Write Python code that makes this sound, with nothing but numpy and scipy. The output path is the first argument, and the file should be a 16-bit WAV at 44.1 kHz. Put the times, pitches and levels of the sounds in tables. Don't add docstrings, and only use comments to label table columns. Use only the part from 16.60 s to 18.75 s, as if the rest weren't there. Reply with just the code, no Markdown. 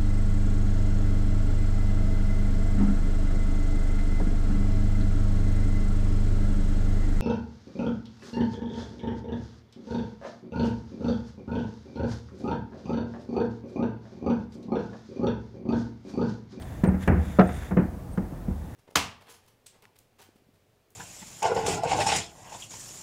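import sys
import numpy as np
from scipy import signal
from scipy.fft import rfft, irfft
from scipy.io import wavfile

SR = 44100
rng = np.random.default_rng(int(sys.argv[2]) if len(sys.argv) > 2 else 0)


def output_pcm(signal):
    pcm = np.clip(np.atleast_2d(signal).T, -1, 1) * 32767
    wavfile.write(sys.argv[1], SR, np.round(pcm).astype(np.int16))


N = 94815
T = np.arange(SR // 2) / SR


def amp(db):
    return 10 ** (np.asarray(db) / 20)


def unit(x):
    return x / np.sqrt(np.mean(x ** 2) + 1e-20)


def read(points, hz):
    f, value = np.transpose(points)
    return np.interp(np.log(hz + 1), np.log(f), value)


def add(mix, start_s, sound):
    part = mix[max(round(start_s * SR), 0):][:len(sound)]
    part += sound[:len(part)]


def noise(spectrum, size):
    gain = amp(read(spectrum, np.fft.rfftfreq(size, 1 / SR)))
    return unit(irfft(rfft(rng.standard_normal(size)) * gain, size))


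def wander(rate_hz, size):
    rolloff = np.exp(-(np.fft.rfftfreq(size, 1 / SR) / rate_hz) ** 2)
    return unit(irfft(rfft(rng.standard_normal(size)) * rolloff, size))


def envelope(rise_s, t60_s, t=T):
    return (1 - np.exp(-t / rise_s)) * np.exp(-np.log(1000) * t / t60_s)


def ring(modes, rise_s, stretch=1):
    return sum(amp(db) * envelope(rise_s, t60_s * stretch) * np.sin(2 * np.pi * hz * T)
               for hz, db, t60_s in modes)


def wind():
    # freq_hz, relative_db
    spectrum = [(15, -21), (30, -11), (46, 5), (60, -2.5), (74, 1), (100, -1), (170, -6), (240, -10),
                (290, -12), (400, -19.5), (750, -19.5), (1100, -28.5), (1800, -36), (3000, -47.5),
                (6000, -73.5), (16000, -77)]
    level_db, gust_db = -36.5, 0.7
    return noise(spectrum, N) * amp(level_db + gust_db * wander(rate_hz=3, size=N))


def rustle():
    # freq_hz, relative_db
    spectrum = [(300, 5), (1100, 1), (1800, 8.5), (2500, -3), (3100, -6), (3550, 1), (4100, -11),
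                (5500, -11.5), (7200, -5), (8200, -15), (10500, -9.5), (16000, -22)]
    # time_s, level_db
    swells = [(0, -55.5), (.2, -54.5), (.36, -75), (0.428, -43), (.53, -65.5), (.66, -48), (.85, -51.5),
              (.98, -46.5), (1.092, -48.5), (1.2, -87), (2.15, -57.5)]
    level_db = np.interp(np.arange(N) / SR, *np.transpose(swells))
    grain_db = 1.5
    return noise(spectrum, N) * amp(level_db + grain_db * wander(rate_hz=147, size=N))


def squeaks():
    # start_s, length_s, level_db
    cues = [(.01, 0.073, -56), (.262, 0.03, -44), (0.872, 0.019, -50.5), (.925, 0.071, -55.5),
            (1.509, 0.051, -58)]
    pitch_hz, width_hz = 8630, 84
    out = np.zeros(N)
    for start_s, length_s, level_db in cues:
        arch = np.sin(np.pi * np.sqrt(np.minimum(T / length_s, 1)))
        whistle = unit(wander(width_hz, len(T)) * np.sin(2 * np.pi * pitch_hz * T))
        add(out, start_s, amp(level_db) * arch * whistle)
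    return out


def yard(knocks):
    send_db = -23
    tail = rng.standard_normal(len(T)) * envelope(rise_s=0.06, t60_s=0.5)
    return amp(send_db) * signal.fftconvolve(knocks, tail / np.linalg.norm(tail))[:N]


def cracks():
    # start_s, level_db, centre_hz, half_width_octaves
    snaps = [(0.021, -46.5, 3500, 0.65), (0.2395, -35.5, 1510, 1), (0.2375, -44, 7900, .6),
             (0.4770, -23.5, 1480, 0.62), (0.474, -42.5, 8000, 0.66), (0.484, -22, 660, 0.23),
             (0.7868, -6.5, 572, 0.19), (0.7913, -20, 1390, 0.71), (0.7936, -37.5, 3930, 0.35),
             (0.8088, -18.5, 1414, 0.57), (1.1655, -17.5, 510, 0.66), (1.5745, -32, 990, 0.8)]
    out, hz = np.zeros(N), np.geomspace(30, 18000, num=60)
    burst = envelope(rise_s=0.001, t60_s=0.05, t=T[:SR // 4])
    for start_s, level_db, centre_hz, octaves in snaps:
        band_db = -20 * np.log10(1 + (np.log2(hz / centre_hz) / octaves) ** 4)
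        add(out, start_s, amp(level_db) * noise(np.c_[hz, band_db], len(burst)) * burst)
    return out


def clatter(tilt_db, stretch):
    # freq_hz, relative_db
    spectrum = [(40, -24.5), (130, -6), (300, 2), (550, -7.5), (850, -10), (1100, -18.5), (1500, -17),
                (2100, -22.5), (3000, -32), (5000, -79), (15000, -71)]
    # freq_hz, t60_s
    decays = [(100, 0.23), (500, 0.19), (1800, 0.23), (3500, 0.042), (8000, 0.018)]
    size = len(T)
    hz = np.fft.rfftfreq(size, 1 / SR)
    octaves = np.log2(np.clip(hz, 100, 4000) / 400)
    tilted = rfft(noise(spectrum, size)) * amp(tilt_db * octaves)
    centres_hz, t60s = np.transpose(decays)
    out = np.zeros(size)
    for share, t60_s in zip(np.eye(len(decays)), t60s):
        band = read(np.c_[centres_hz, share], hz)
        out += irfft(tilted * band, size) * envelope(rise_s=0.00097, t60_s=t60_s * stretch)
    chatter_db = 0.5 * np.tanh(wander(rate_hz=147, size=size))
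    return out * amp(chatter_db)


def bin_body():
    # start_s, wall_db, wall_stretch, boom_db,
    # clatter_db, clatter_tilt_db_per_octave, clatter_stretch
    bumps = [(0.2360, -7, 0.52, -54, -22.5, 0, 1.42), (0.2725, -13, 0.96, -21.5, -26, -7, 1.3),
             (0.2837, -20.5, 1.7, -29, -35, 3.5, 1.04), (0.3203, -21, 1.26, -26.5, -38, 1.5, 1.9),
             (0.3421, -26.5, 0.84, -45, -39, 4, 0.52), (0.4757, -15.5, 1.1, -16, -21, 2, 1.73),
             (0.4970, -17, 0.76, -15, -25.5, -11, 1.36), (0.5213, -21.5, 1.9, -15, -30, 0.5, 1.85),
             (0.5637, -22, 1.4, -46, -44.5, 5.5, 1.5), (0.6660, -30.5, 0.82, -59, -48, -5, 0.58),
             (0.7880, -5, 0.81, -24.5, -19.5, 0.5, 1.57), (0.7979, -2.5, 0.42, -38, -31, -7.5, 1.96),
             (0.8903, -37, 0.54, -26.5, -33, 2.5, 0.65), (1.1089, -26, 0.99, -33.5, -28.5, 1, 0.52),
             (1.1196, -18.5, 1.07, -30, -28.5, -.5, 0.51), (1.1702, -6, 0.62, -28, -20, 1, 0.71),
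             (1.1861, -11, 0.73, -34, -34, -12.5, 1.23), (1.1934, -16.5, 1.6, -41, -28.5, 0.5, 1.63),
             (1.5761, -16, 1.04, -39, -29, -1.5, 0.85), (1.622, -25.5, 1.1, -31.5, -44, 1, 1.3),
             (1.7237, -28, 0.23, -42, -43.5, -1, .8), (1.8824, -17, 0.65, -30.5, -35.5, -1, 0.27),
             (1.9042, -24, 0.3, -24.5, -37, -3.5, 0.81)]
    # pitch_hz, level_db, t60_s before the stretch
    wall_modes = [(169.4, -21, 0.32), (187, -8.5, .33), (190, 1, 0.076), (221.3, -11.5, 0.25),
                  (253.4, -32.5, 0.63), (297, -19, 0.24), (349.2, -19, 0.27), (465, -15, 0.059),
                  (488.2, -25.5, 0.57)]
    # pitch_hz, level_db, t60_s
    hollow_modes = [(73.6, 2, 0.53), (84.75, -6.5, 0.46), (116.7, -28.5, 0.057)]
    out, boom = np.zeros(N), ring(hollow_modes, rise_s=0.008)
    for start_s, wall_db, wall_stretch, boom_db, clatter_db, tilt_db, clatter_stretch in bumps:
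        walls = ring(wall_modes, rise_s=0.003, stretch=wall_stretch)
        rattle = clatter(tilt_db, clatter_stretch)
        add(out, start_s, amp(wall_db) * walls + amp(boom_db) * boom + amp(clatter_db) * rattle)
    return out


def lid():
    # start_s, level_db
    hits = [(0.7867, -16.5), (0.7939, -13), (0.8086, -17.5), (0.8205, -25.5)]
    # pitch_hz, level_db, t60_s
    modes = [(433.4, 0, .13), (539, -14, .16), (580.6, -15, 0.32), (639, 0.5, 0.15), (714.7, -2, 0.2),
             (792, -15, .13), (1260, -14.5, 0.13), (1274, -10, 0.086), (1345, -3.5, 0.057),
             (1894, -28, 0.17)]
    out, clap = np.zeros(N), ring(modes, rise_s=0.0013)
    for start_s, level_db in hits:
        add(out, start_s, amp(level_db) * clap)
    return out


def scene():
    hiss_db = -60
    knocks = bin_body() + lid() + cracks()
    mix = knocks + yard(knocks) + wind() + rustle() + squeaks()
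    return (mix + amp(hiss_db) * rng.standard_normal(N))[None]


def record(dry):
    low_cut_hz, high_cut_hz = 28, 15900
    ceiling, knee = 0.57, 8
    thin = signal.sosfilt(signal.butter(2, low_cut_hz, "high", fs=SR, output="sos"), dry)
    clipped = thin / (1 + abs(thin / ceiling) ** knee) ** (1 / knee)
    lowpass = signal.firwin(511, high_cut_hz, window=("kaiser", 9), fs=SR)
    return signal.oaconvolve(clipped, lowpass[None], "same")


dry = scene()
out = record(dry)
output_pcm(out)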